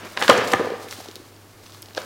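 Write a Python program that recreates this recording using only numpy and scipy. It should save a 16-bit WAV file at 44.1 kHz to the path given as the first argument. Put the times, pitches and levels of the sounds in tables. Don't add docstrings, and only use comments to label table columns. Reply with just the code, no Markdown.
import sys
import numpy as np
from scipy import signal
from scipy.fft import rfft, irfft
from scipy.io import wavfile

SR = 44100
rng = np.random.default_rng(int(sys.argv[2]) if len(sys.argv) > 2 else 0)


def decibels_to_gain(level_db):
    exponent = np.asarray(level_db, float) / 20
    return 10 ** exponent


def transcribe(u):
    v = np.clip(np.atleast_2d(u).T, -1, 1)
    q = np.round(v * 32767).astype(np.int16)
    wavfile.write(sys.argv[1], SR, q)


N = 90404

# pitch in Hz, level in dB.
FLOOR_TONE = [(20, -12), (60, -14), (110, -3), (200, -11), (350, -4), (500, -11.5), (3000, -26),
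              (16000, -29.5)]
# time in seconds, level in dB.
SLIDE_LEVEL = [(0, -52.5), (.07, -54), (.18, -54), (.21, -40.5), (.3, -40), (.42, -54), (.52, -40),
               (.57, -53), (.79, -58.5), (.83, -47), (.862, -55), (.93, -45.5), (1.1, -54.5), (1.2, -61.5),
               (1.63, -63), (1.69, -55.5), (1.94, -64.5), (1.98, -49), (2.05, -50.5)]
# pitch in Hz, level in dB.
SLIDE_TONE = [(1500, -4.5), (2500, -1.5), (4500, 3), (7000, -1.5), (10000, -5.5), (16000, -9.5)]
# time in seconds, level in dB.
DRAG_LEVEL = [(0, -40), (.06, -34.5), (.09, -46), (.16, -41.5), (.2, -27.5), (.25, -31), (.27, -37),
              (.33, -20.5), (.4, -22.5), (.5, -31.5), (.6, -30.5), (.75, -38), (.85, -45.5), (1.1, -47.5),
              (1.3, -55.5), (1.94, -52.5), (1.98, -36), (2.05, -42.5)]
# pitch in Hz, level in dB.
DRAG_TONE = [(80, -35), (200, -5.5), (330, -3), (500, -3.5), (1200, -4.5), (2500, -10), (6000, -23.5),
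             (12000, -51)]
# pitch in Hz, level in dB, time to fade by 60 dB in seconds.
BOX_NOTES = [(128, -8.5, 0.053), (200, -22, 0.06), (300, -16.5, 0.06), (466, -9, 0.022), (505, 1, 0.069),
             (623, -9, 0.01), (790, 0, 0.042), (1025, 0, 0.023), (1200, 2.5, 0.02), (1740, 1, 0.015),
             (1983, -7, 0.027), (2420, -7, 0.011)]
# start in seconds, peak in dB, contact length in seconds, hardness in Hz.
KNOCKS = [(0.037, -40, 0.0075, 1500), (0.168, -25, 0.0036, 3000), (0.223, -13, 0.0027, 4000),
          (0.292, -2.5, 0.0045, 2580), (.297, 2.5, 0.0041, 4020), (.300, -2.5, 0.0037, 3000),
          (0.303, -7, 0.0031, 2500), (.307, -10.5, 0.0028, 3000), (0.312, -10.5, 0.0034, 3000),
          (.315, -7, 0.0016, 1530), (.321, -9, 0.003, 1980), (0.33, -18, 0.0051, 2500),
          (.356, -24, .004, 2010), (0.378, -13, 0.011, 2560), (0.395, -18.5, 0.0044, 2450),
          (.405, -22, 0.0028, 2000), (.532, -6.5, 0.0011, 890), (.537, -4, 0.0051, 3000),
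          (0.548, -10.5, .003, 2000), (0.596, -10, 0.0069, 2000)]
# start in seconds, peak in dB, length in seconds, pitch in Hz.
LIFT_SNAPS = [(.069, -28.5, 0.0058, 2520), (0.122, -29, 0.0015, 12500), (0.1695, -24, 0.0014, 4150),
              (.161, -43, .002, 1500), (0.1737, -11.5, 0.0034, 1100), (.1735, -12, 0.0024, 3130),
              (.194, -23, 0.0036, 7500), (.209, -37, .001, 6500), (.212, -24, .003, 4000),
              (.221, -31, .002, 8500), (0.2240, -9, 0.0038, 1450), (.2245, -7, 0.0023, 3620),
              (.239, -20, .002, 7000), (0.235, -13.5, 0.006, 3030), (.246, -20, 0.0035, 2480),
              (0.2805, -5.5, 0.0048, 1640), (.2801, -6.5, 0.0027, 4500), (.292, -11.5, 0.001, 3520),
              (0.2979, 3.5, 0.0028, 2480), (.305, -9.5, 0.0033, 2620), (.31, -10, .002, 4000),
              (0.2963, -7.5, 0.0037, 7400), (0.3766, -15, 0.0044, 5760), (0.475, -18, 0.0038, 5300),
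              (0.5184, -14.5, 0.0039, 4130), (.523, -18, 0.0024, 8800), (0.5356, -1.5, 0.0015, 1780),
              (.5352, -10, 0.0014, 7360), (.5352, -21, 0.0031, 12500), (.585, -38, .001, 5500),
              (0.595, -31, .001, 4000), (0.704, -27, 0.0008, 4700)]
# start in seconds, peak in dB, length in seconds, pitch in Hz.
HOLD_SNAPS = [(0.886, -25, 0.0012, 2600), (.9105, -17.5, 0.0017, 6000), (.926, -19, 0.0011, 2300),
              (.966, -32, 0.0013, 3300), (1.06, -29, 0.0017, 4500), (1.086, -24.5, 0.00094, 4300),
              (1.113, -27, 0.0011, 5040), (1.1565, -19.5, .0006, 4800), (1.157, -22.5, 0.00058, 10900),
              (1.163, -28, 0.003, 4600), (1.3643, -36.5, 0.0014, 4950), (1.662, -33, 0.00091, 4070),
              (1.6652, -29.5, 0.0013, 4600), (1.697, -34, 0.0012, 4560), (1.722, -31, 0.00091, 4700),
              (1.747, -33, .001, 4440), (1.8214, -21, 0.0026, 12000), (1.827, -25, 0.0022, 5040),
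              (1.859, -29, 0.0017, 5040), (1.886, -33, 0.0011, 4000), (1.908, -37, .001, 2980),
              (1.934, -35, .0015, 4200), (1.9493, -21.5, 0.0014, 4700), (1.966, -26, 0.0025, 4750),
              (2.008, -30, .004, 3500), (2.018, -28, .004, 5500)]
# start in seconds, peak in dB, contact length in seconds, pitch in Hz.
PATS = [(0.2154, -10.5, 0.008, 1650), (0.222, -14.5, 0.0059, 1200), (0.238, -26, 0.0023, 910),
        (0.247, -12, 0.0018, 1510), (0.248, -22, 0.0012, 1110), (1.003, -29, 0.0019, 870),
        (1.058, -31, 0.0026, 693), (1.087, -31, 0.0016, 393), (1.164, -34.5, .006, 340),
        (1.199, -36.5, 0.00096, 300), (1.661, -43, 0.0012, 1200), (1.747, -39, 0.0011, 1200),
        (1.828, -41, 0.00083, 1200), (1.697, -40, .0015, 1200), (1.884, -39, 0.0015, 600),
        (1.909, -39, .0015, 1600), (1.969, -25.5, 0.011, 600), (1.975, -18.5, 0.0064, 1610),
        (1.9774, -22.5, 0.0023, 1580), (1.978, -13.5, 0.001, 550), (1.987, -27, 0.0025, 2740),
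        (1.99, -31, 0.0036, 700), (1.999, -33.5, 0.0033, 600), (2.016, -31.5, 0.0045, 1320),
        (1.973, -18.5, 0.0024, 4600), (1.978, -13.5, .001, 4000)]
# start in seconds, peak in dB, pitch in Hz.
WOBBLES = [(.293, 0, 505), (0.2984, -3, 505), (0.2963, -3.5, 1032), (.301, -4.5, 1200), (.536, -18.5, 790),
           (.538, -8, 516), (.597, -13.5, 484), (0.61, -13, 496), (.645, -18.5, 470), (.668, -19, 475),
           (0.702, -19.5, 490), (.718, -19, 460), (.736, -23.5, 493), (.82, -39, 487), (0.841, -31, 470),
           (0.864, -37.5, 496), (0.984, -34.5, 300)]
# pitch in Hz, time to fade by 60 dB in seconds.
ROOM_FADE = [(100, 1), (250, 0.31), (500, 0.97), (1500, 0.91), (3000, 0.44), (6000, 0.44), (14000, 0.48)]


def rms_one(x):
    return x / np.sqrt(np.mean(x ** 2) + 1e-20)


def in_time(rows):
    seconds, db = np.transpose(rows)
    return decibels_to_gain(np.interp(np.arange(N) / SR, seconds, db))


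def at_hz(rows, hz):
    table_hz, values = np.transpose(rows)
    return np.interp(np.log(hz + 1), np.log(table_hz), values)


def colour(x, tone):
    hz = np.arange(N // 2 + 1) * SR / N
    return rms_one(irfft(rfft(x) * decibels_to_gain(at_hz(tone, hz)), N))


def drift(rate_hz):
    r = np.exp(-2 * np.pi * rate_hz / SR)
    wander = signal.lfilter([1], [1, -2 * r, r * r], rng.standard_normal(N + SR))
    return rms_one(wander[SR:])


def grains(per_s, spread_db):
    sizes = decibels_to_gain(spread_db * np.minimum(rng.exponential(1, N), 3)) * rng.choice([-1, 1], N)
    slips = sizes * (rng.random(N) < per_s / SR)
    return rms_one(slips) + 1.5 * rng.standard_normal(N)


def ring(force, hz, fade_s):
    r = decibels_to_gain(-60 / (fade_s * SR))
    w = 2 * np.pi * hz / SR
    return signal.lfilter([0, np.sin(w)], [1, -2 * r * np.cos(w), r * r], force + 1e-18)


def contact(length_s, give=7.0):
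    t = np.arange(4096) / SR
    rattle = rng.standard_normal(4096) * np.exp(-t / length_s)
    rattle *= 1 - np.exp(-t / 0.00021)
    rattle[4] += give
    return rattle


def add(out, start_s, peak_db, sound):
    i = int(start_s * SR)
    sound = decibels_to_gain(peak_db) * sound / np.abs(sound).max()
    out[i:i + len(sound)] += sound[:N - i]


def box(force, vary_db):
    out = np.zeros(len(force))
    for hz, db, fade_s in BOX_NOTES:
        out += decibels_to_gain(db + vary_db * rng.normal()) * ring(force, hz, fade_s)
    return out


def one_note(force, hz, fade_s):
    band = signal.butter(1, [hz / 2, hz * 2], "band", fs=SR)
    return ring(signal.lfilter(*band, force), hz, fade_s)


def background():
    hum = np.sqrt(2) * np.sin(2 * np.pi * 99.9 * np.arange(N) / SR)
    noise = colour(rng.standard_normal(N), FLOOR_TONE)
    return decibels_to_gain(-51) * noise + decibels_to_gain(-53.5) * hum


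def slide():
    clumps = decibels_to_gain(2.5 * drift(36))
    hiss = grains(4000, spread_db=-5) * clumps
    return decibels_to_gain(5.5) * in_time(SLIDE_LEVEL) * colour(hiss, SLIDE_TONE)


def drag():
    slips = grains(900, spread_db=2)
    hollow = rms_one(box(slips, vary_db=12.5))
    return decibels_to_gain(-2) * in_time(DRAG_LEVEL) * (colour(slips, DRAG_TONE) + decibels_to_gain(-18) * hollow)


def knocks():
    out = np.zeros(N)
    for start_s, db, length_s, hardness_hz in KNOCKS:
        soften = signal.butter(1, hardness_hz, fs=SR)
        force = signal.lfilter(*soften, contact(length_s))
        add(out, start_s, db, box(force, vary_db=1.5))
    return out


def snaps(rows, edge_db):
    out = np.zeros(N)
    width = 0.42
    bright = signal.butter(2, 3000, "high", fs=SR, output="sos")
    for start_s, db, length_s, hz in rows:
        force = contact(length_s)
        band = signal.butter(1, [hz * (1 - width), hz * (1 + width)], "band", fs=SR)
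        body = signal.lfilter(*band, signal.lfilter(*band, force))
        edge = signal.sosfilt(bright, force)
        add(out, start_s, db, rms_one(body) + decibels_to_gain(edge_db) * rms_one(edge))
    return out


def pats():
    out = np.zeros(N)
    for start_s, db, length_s, hz in PATS:
        add(out, start_s, db, one_note(contact(length_s), hz, fade_s=6 / hz))
    return out


def wobbles():
    out = np.zeros(N)
    for start_s, db, hz in WOBBLES:
        add(out, start_s, db, one_note(contact(0.003, give=2.5), hz, fade_s=0.03))
    return out


def room(x):
    t = np.arange(SR) / SR
    echo = np.zeros(SR)
    for low_hz in 62.5 * 2.0 ** np.arange(8):
        band = signal.butter(2, [low_hz, 2 * low_hz], "band", fs=SR, output="sos")
        fade = decibels_to_gain(-60 * t / at_hz(ROOM_FADE, 1.72 * low_hz))
        echo += signal.sosfilt(band, rng.standard_normal(SR)) * fade
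    echo *= 1 - np.exp(-t / 0.0029)
    echo /= np.sqrt(np.sum(echo ** 2))
    return decibels_to_gain(-10) * signal.fftconvolve(x, echo)[:N]


def scene():
    low_cut = signal.butter(3, 120, "high", fs=SR, output="sos")
    paper = slide() + snaps(LIFT_SNAPS, edge_db=-28.5) + snaps(HOLD_SNAPS, edge_db=-8)
    sharp = signal.sosfilt(low_cut, paper + drag() + knocks())
    dull = signal.sosfilt(low_cut, pats() + wobbles())
    echoes = room(sharp + 0.47 * dull)
    return (sharp + dull + echoes + background())[None]


def top_cut(x):
    return signal.sosfilt(signal.butter(12, 16470, fs=SR, output="sos"), x)


def record(dry):
    clipped = np.clip(dry, -1, 1)
    treble_cut = signal.cheby2(10, 30, 16000 * 1.03, fs=SR, output="sos")
    mix = signal.sosfilt(treble_cut, clipped)
    return top_cut(mix)


dry = scene()
out = record(dry)
transcribe(out)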